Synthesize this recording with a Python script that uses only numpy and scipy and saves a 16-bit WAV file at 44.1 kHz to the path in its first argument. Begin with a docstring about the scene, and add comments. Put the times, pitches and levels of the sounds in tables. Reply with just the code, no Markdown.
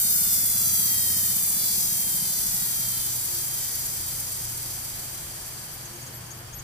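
"""On a workshop bench an old electric motor coasts down. Its brushes hiss on the commutator (the ring of
copper bars they rub on): noise that swells at high spots once a turn and pulses at every bar.
Ticks at the bar edges make a falling song. An unbalanced rotor thumps the resonant bench once a turn,
and when the motor is slow the brushes squeak in short whistles. Behind it lies a quiet shop:
room noise, a low rumble and hums that waver."""
import sys
import numpy as np
from scipy import signal
from scipy.fft import rfft, irfft, next_fast_len
from scipy.io import wavfile
from scipy.ndimage import uniform_filter1d

SR = 44100
rng = np.random.default_rng(int(sys.argv[2]) if len(sys.argv) > 2 else 0)


def output_pcm(signal):
    """Save a mono or channel-first signal as 16-bit PCM at the path in sys.argv[1].

    Samples are clipped to [-1, 1] before scaling.
    """
    pcm = np.clip(np.atleast_2d(signal).T, -1, 1) * 32767
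    wavfile.write(sys.argv[1], SR, np.round(pcm).astype(np.int16))


N = 292510
SIZE = next_fast_len(N, True)   # length of the Fourier transforms, in samples

# Colour of the room noise. Each row: frequency in Hz, relative density in dB per Hz.
SHOP_COLOUR = [(15, -28), (25, -32), (60, -3.5), (100, -3), (150, -4), (250, -10), (386, -13), (550, -12),
               (800, -10), (1230, -13), (1700, -12), (2400, -21), (3310, -15.5), (4000, -30.5), (5000, -45),
               (5700, -43), (8000, -62), (11700, -58), (16000, -20)]
# Hums in the shop. Each row: frequency in Hz, waver width in Hz, usual level in dB, slow swell in dB.
SHOP_HUMS = [(86.9, 1.07, -55.5, 2), (119.8, 1.32, -50.5, 2), (145, 4.95, -55.5, -1.5),
             (346.8, 2.04, -63, 4)]
# The deepest sounds come and go. Each row: time in seconds, lowest hum in dB over its usual level,
# second hum in dB over its usual level, rumble level in dB.
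BASS_CHANGES = [(0, 6, -17, -68), (.3, 7.5, -2.5, -57), (1.2, 6, 0.5, -66), (1.45, 0, -2, -57.5),
                (2.5, -10, -0.5, -55), (2.7, -1, -2.5, -56), (2.9, 2, 5, -54), (3.4, -1, 0.5, -55),
                (3.9, -1, 0, -54), (4.1, 7, 0, -56), (5.1, 1, -0.5, -54), (5.4, -6, -1, -58),
                (6.63, 1, 0.5, -56)]
# Ways the bench rings when thumped. Each row: frequency in Hz, relative push in dB,
# time to die away by 60 dB in seconds.
BENCH_MODES = [(184.4, 7.5, 0.35), (166, 1.5, 0.12), (202, 4.5, 0.23), (223, 9, 0.13), (287, 8, 0.07)]
# Brush squeaks. Each row: middle in seconds, level in dB before doubling, row number of the voice.
SQUEAK_EVENTS = [(4.75, -46, 2), (5.745, -47, 2), (5.86, -47, 0), (5.965, -52, 0), (6.026, -50, 0),
                 (6.074, -47, 0), (6.147, -48, 1), (6.167, -47, 2), (6.27, -55, 0), (6.317, -44, 0),
                 (6.392, -51, 2), (6.54, -46, 0), (6.546, -67, 1), (6.567, -43, 2), (6.598, -45, 0)]
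# Squeak voices. Each row: frequency in Hz, half of the length in seconds, left over right in dB.
SQUEAK_VOICES = [(6540, 0.02, 7), (11500, 0.024, 4), (11920, 0.041, 5)]
# How the motor frame passes the bar ticks. Each row: frequency in Hz, relative gain in dB.
FRAME_GAIN = [(600, -45), (900, -30), (1050, -15), (1200, -14), (1350, -5), (1500, -5), (1700, -14),
              (1910, -1), (2030, -12), (2300, -10), (2800, -12), (3170, 0), (3400, -3), (3600, -2),
              (4000, 0), (4500, 0), (5000, 2), (5500, 3), (7000, 4), (9000, 5), (11000, 5), (13000, 4),
              (16000, 0)]
# Resonances and dips of the brush gear. Each row: frequency in Hz, width in Hz, lift in dB.
BRUSH_GEAR = [(2750, 300, -3), (3165, 170, 4.2), (3850, 250, 2), (4230, 200, -4), (4510, 190, 6),
              (4900, 300, 3.5), (5300, 250, -5), (6020, 330, 3.5), (6600, 350, 2), (7350, 450, 2.5),
              (8820, 160, 6.5), (9030, 160, 5), (10420, 600, 6), (11900, 500, 2.5), (13200, 450, 2),
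              (14400, 500, 1.5)]
# Colour of the brush friction. Each row: frequency in Hz, relative density in dB per Hz.
HISS_COLOUR = [(500, -59), (900, -32), (1500, -29.5), (2000, -20.5), (2300, -19.5), (2700, -22.5),
               (3500, -29.5), (4300, -20), (5300, -15.5), (6500, -18), (8200, -12.5), (9500, -16.5),
               (11000, -13.5), (13000, -12), (16000, -14)]
# High spots on the commutator. Each row: place in the turn (0 to 1), width in turns, share of the swell.
HIGH_SPOTS = [(0.0, .045, 1.0), (.37, .04, .35), (.8, .04, .35)]
# Depth of the once-a-turn swell, scaled down in the lower bands. Each row: time in seconds, depth in dB.
SWELL_DEPTH = [(0, 2.5), (2.2, 2), (3.2, 4.5), (4.5, 5), (5.4, 2.5), (6.0, 0)]
# How alike left and right noise are. Each row: frequency in Hz, likeness (0 to 1).
SIDE_LIKENESS = [(60, 0.92), (130, 0.91), (290, 0.79), (640, 0.17), (1400, 0.016), (15000, 0.028)]
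# Difference in colour between the sides. Each row: frequency in Hz, left over right in dB.
SIDE_BALANCE = [(60, 1), (100, 0.5), (180, 1), (310, 1.5), (550, 2), (950, 2), (1650, -1), (2860, -1),
                (4970, 2), (8640, 1), (15000, -0.5)]

ROOM_DB, RUMBLE_SWELL_DB = -44, 2.5
RUMBLE_HZ, RUMBLE_WIDTH_HZ = 40.8, 43
BARS = 40   # copper bars around the commutator
# the rotor slows by bearing friction and by air drag that grows with the square of the speed
START_TURNS_PER_S, FRICTION_TURNS_PER_S2, DRAG_PER_TURN = 18.627, 2.0182, .002186
# the knock grows while the rotor slows, until it is too slow to lift off the bench
KNOCK_AT = .85   # place in the turn, 0 to 1
KNOCK_DB, KNOCK_RISE_DB = -50.5, 8   # at the first speed, and rise per octave of speed lost
KNOCK_ENDS_TURNS_PER_S, KNOCK_FADE_TURNS_PER_S = 11.47, 0.49
# level at the first speed, and its loss per octave of speed lost (straight, and squared)
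TONE_DB, TONE_LOSS_DB, TONE_LOSS_SQUARED_DB = -25.5, 2.5, 4   # bar song
HISS_DB, HISS_LOSS_DB, HISS_LOSS_SQUARED_DB = -30, -0.54, 1.5
# treble cut in dB per octave above 4 kHz (below zero is a lift), and its growth per octave of speed lost
DULL_DB, DULL_GAIN_DB = -6.5, 5.5
# the straight path: later on the right, and its strength against one reflection
RIGHT_LAG_S, STRAIGHT = .0005, 7
CUTOFF_HZ = 15470


def from_db(db):
    """Turn decibels into gain."""
    return 10 ** (np.asarray(db) / 20)


def rms_one(x):
    """Scale a signal to an average strength (rms) of 1."""
    return x / np.sqrt(np.mean(x ** 2) + 1e-20)


def in_time(rows):
    """Draw the columns of a table as curves over all samples."""
    s, *columns = np.transpose(rows)
    return [np.interp(np.arange(N) / SR, s, c) for c in columns]


def at_hz(points, hz):
    """Read a table at any frequency, with straight lines over log frequency."""
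    table_hz, values = np.array(points).T
    return np.interp(np.log(np.maximum(hz, 1)), np.log(table_hz), values)


def drift(rate_hz):
    """Slow random wandering of spread 1: noise through two smoothers, made at every 40th sample."""
    r = np.exp(-80 * np.pi * rate_hz / SR)
    noise = rng.standard_normal(N // 40 + 2002)
    slow = signal.lfilter([1], [1, -2 * r, r * r], noise)[2000:]   # skip the filter's start
    return np.interp(np.arange(N) / 40, np.arange(len(slow)), rms_one(slow))


def coloured(gain):
    """Spectrum of stereo noise of rms 1, shaped by a gain; sides share a middle part by their likeness."""
    hz = np.fft.rfftfreq(SIZE, 1 / SR)
    mid, side = rfft(rng.standard_normal((2, SIZE))) * gain(hz)
    alike = np.clip(at_hz(SIDE_LIKENESS, hz), 0, 1)
    pair = np.sqrt(1 + alike) * mid + np.sqrt(1 - alike) * side * [[1], [-1]]
    return pair / np.sqrt(np.mean(irfft(pair, SIZE) ** 2)), hz


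def shop(waver):
    """Room noise, a low rumble and tones that waver in pitch and level."""
    low_hum_db, second_hum_db, rumble_db = in_time(BASS_CHANGES)
    room, _ = coloured(lambda hz: from_db(at_hz(SHOP_COLOUR, hz)))
    out = from_db(ROOM_DB) * irfft(room, SIZE)[:, :N]
    rumble, _ = coloured(lambda hz: 1 / (1 + (2 * (hz - RUMBLE_HZ) / RUMBLE_WIDTH_HZ) ** 4))
    out += from_db(rumble_db + RUMBLE_SWELL_DB * drift(3.7)) * irfft(rumble, SIZE)[:, :N]
    for k, (hum_hz, width, db, swell_db) in enumerate(SHOP_HUMS):
        pitch = hum_hz + waver * width * drift(width)
        level_db = db + swell_db * drift(3.3) + 0.85 * drift(18.0)
        level_db = level_db + (k == 0) * low_hum_db + (k == 1) * second_hum_db
        out += from_db(level_db) * np.sqrt(2) * np.sin(2 * np.pi * np.cumsum(pitch) / SR)
    return out


def rotor_speed():
    """Turns per second of a rotor braked by steady friction and air drag."""
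    scale = np.sqrt(FRICTION_TURNS_PER_S2 / DRAG_PER_TURN)
    t = np.arange(N) / SR
    return scale * np.tan(np.arctan(START_TURNS_PER_S / scale) - scale * DRAG_PER_TURN * t)


def bench_knock(turns, scatter_db, soft_hz, soften_db):
    """The unbalanced rotor pushes the bench once a turn and its modes ring; higher modes weaken as it slows."""
    at = np.interp(np.arange(int(turns[-1])) + KNOCK_AT, turns, np.arange(N)).astype(int)
    octaves = np.log2(np.gradient(turns)[at] / turns[0])   # against the first speed, below zero when slower
    out = np.zeros(N)
    for hz, db, t60 in BENCH_MODES:
        push = np.full(N, 1e-18)
        scatter = scatter_db * rng.standard_normal(len(at))
        push[at] = from_db(db + scatter + soften_db * octaves * np.log2(hz / BENCH_MODES[0][0]))
        r, w = from_db(-60 / (t60 * SR)), 2 * np.pi * hz / SR
        out += signal.lfilter([0, np.sin(w)], [1, -2 * r * np.cos(w), r * r], push)
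    band = signal.butter(2, [0.78 * soft_hz, 1.45 * soft_hz], "band", fs=SR, output="sos")
    return rms_one(signal.sosfilt(band, out))


def squeaks(rough):
    """Short stick-slip whistles: a tone with randomly wandering phase under a smooth swell."""
    t, out = np.arange(N) / SR, np.zeros((2, N))
    for s, db, voice in SQUEAK_EVENTS:
        hz, half_length, pan_db = SQUEAK_VOICES[int(round(voice))]
        near = slice(int((s - half_length) * SR), min(int((s + half_length) * SR), N))
        u = t[near] - s
        steps = rng.standard_normal((2, len(u)))
        wobble = np.cumsum(steps, axis=1) * rough * (6600 / hz) ** 2   # high squeaks are purer
        tone = np.sin(2 * np.pi * hz * u + wobble[0] + 0.45 * wobble)   # the sides wander a little apart
        swell = np.cos(np.pi * u / (2 * half_length)) ** 2
        out[:, near] += tone * swell * from_db([[db + pan_db / 2], [db - pan_db / 2]])
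    return out * 2


def gear_db(hz):
    """Lift or dip in dB from the resonances of the brush gear."""
    return sum(db / (1 + (2 * (hz - f) / w) ** 2) for f, w, db in BRUSH_GEAR)


def paths(echo_s, coloured_share=0.):
    """Each side hears a near source through its own smear of close, fading reflections."""
    age = np.arange(2048) / SR
    echoes = rng.standard_normal((2, len(age))) * np.exp(-age / echo_s)
    echoes[[0, 1], [0, int(RIGHT_LAG_S * SR)]] = STRAIGHT
    smear = rfft(echoes, SIZE)
    size = abs(smear)
    # the timing is kept whole, the colour only in part
    return smear / size * (size / np.sqrt(np.mean(size ** 2))) ** coloured_share


def clicks(at, sizes):
    """Spectrum of clicks placed between samples, on a grid eight times finer."""
    fine = np.zeros(8 * SIZE)
    np.add.at(fine, np.clip((8 * at).astype(int), 0, 8 * N), sizes)
    return rfft(fine)[:SIZE // 2 + 1]


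def bar_song(turns, level_db, eccentric, uneven, jitter, wander, scatter_db, waver_db):
    """Each bar edge ticks under the brush; bars out of place repeat every turn and widen the harmonics."""
    bar = np.arange(int(turns[-1] * BARS))
    # the commutator is out of round in several lobes
    lobes, phases = np.arange(1, 7)[:, None], rng.random((6, 1))
    run_out = np.sum(np.sin(2 * np.pi * (lobes * bar / BARS + phases)) / np.sqrt(lobes), axis=0)
    place = bar + eccentric * run_out + uneven * rng.standard_normal(BARS)[bar % BARS]
    place = place + jitter * rng.standard_normal(len(bar))
    place = place + wander * np.interp(place / BARS, turns, drift(25))   # the brush rocks in its holder
    sizes = from_db(scatter_db * rng.standard_normal(BARS)[bar % BARS])
    ticks = clicks(np.interp(place / BARS, turns, np.arange(N)), sizes)
    hz = np.fft.rfftfreq(SIZE, 1 / SR)
    heard = ticks * paths(echo_s=.006, coloured_share=.25)
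    heard = heard * from_db(at_hz(FRAME_GAIN, hz) + gear_db(hz))
    # half-octave bands swell and fade apart; the top band stays steady
    step, song = np.clip(2 * np.log2(np.maximum(hz, 1) / 1400), 0, 5), 0
    for k in range(6):
        band = irfft(heard * np.clip(1 - abs(step - k), 0, 1), SIZE)[:, :N]
        song = song + band * from_db(waver_db * drift(4) * (k < 5))
    # even out the loudness over one second before setting the level
    return from_db(level_db) * song / np.sqrt(uniform_filter1d(np.mean(song ** 2, axis=0), SR))


def brush_hiss(turns, level_db, dull_db, swell_db, bar_depth, patchy_db, grain_db, rub_db, direct):
    """Friction noise in the brush gear, pressed harder at the high spots and pulsed by every bar."""
    pair, hz = coloured(lambda hz: from_db(at_hz(HISS_COLOUR, hz) + gear_db(hz)))
    shared = abs(pair[0]) * np.exp(2j * np.pi * rng.random(len(hz)))
    # direct is the share that both sides have in common
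    pair = np.sqrt(direct) * shared * paths(echo_s=0.003) + np.sqrt(1 - direct) * pair
    spots = 0
    for at, width, share in HIGH_SPOTS:
        distance = (turns - at + .5) % 1 - .5   # in turns
        spots = spots + share * np.exp(-.5 * (distance / width) ** 2)
    swell = swell_db * (spots - spots.mean())
    out, together = 0, drift(37)
    step = 2 * np.log2(np.maximum(hz, 700) / 4000)   # half octaves from 4 kHz
    for k in range(-5, 5):
        band = irfft(pair * np.clip(1 - abs(step - k), 0, 1), SIZE)[:, :N]
        reach = np.clip((k + 3) / 6.5, 0, 1.2)   # pressure changes show most in the treble
        flicker = patchy_db * np.array([together + drift(4.7), together + drift(30)])
        flicker = flicker + grain_db * drift(25)
        rub = rub_db * drift(18) * (k < 1)   # only in the lower bands
        out = out + band * from_db(reach * (swell + flicker) + rub - dull_db * max(k, 0) / 2)
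    return out * from_db(level_db) * (1 + bar_depth * np.cos(2 * np.pi * BARS * turns))


def scene():
    """The shop and the slowing motor, whose speed drives knock, song and hiss."""
    speed = rotor_speed()
    turns = np.cumsum(speed) / SR
    slowed = np.log2(speed[0] / speed)   # octaves of speed lost
    lifts = 1 / (1 + np.exp((KNOCK_ENDS_TURNS_PER_S - speed) / KNOCK_FADE_TURNS_PER_S))
    bench = bench_knock(turns, scatter_db=0.7, soft_hz=192, soften_db=55)
    knock = from_db(KNOCK_DB + KNOCK_RISE_DB * slowed) * lifts * bench
    tone_db = TONE_DB - TONE_LOSS_DB * slowed - TONE_LOSS_SQUARED_DB * slowed ** 2
    # the first four settings are shifts counted in bars
    song = bar_song(turns, tone_db, eccentric=.03, uneven=.005, jitter=.003, wander=.011,
                    scatter_db=1.2, waver_db=1.6)
    hiss_db = HISS_DB - HISS_LOSS_DB * slowed - HISS_LOSS_SQUARED_DB * slowed ** 2
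    hiss = brush_hiss(turns, hiss_db, DULL_DB + DULL_GAIN_DB * slowed, in_time(SWELL_DEPTH)[0],
                      bar_depth=0.091, patchy_db=.6, grain_db=.9, rub_db=.9, direct=0.4)
    return shop(waver=0.634) + knock + squeaks(rough=.1) + song + hiss


def record(dry):
    """The two sides differ a little in colour; a steep filter cuts the top."""
    lean = at_hz(SIDE_BALANCE, np.fft.rfftfreq(SIZE, 1 / SR)) / 2
    wet = irfft(rfft(dry, SIZE) * from_db([lean, -lean]), SIZE)[:, :N]
    return signal.sosfilt(signal.ellip(12, .3, 80, CUTOFF_HZ, fs=SR, output="sos"), wet)


dry = scene()
out = record(dry)
output_pcm(out)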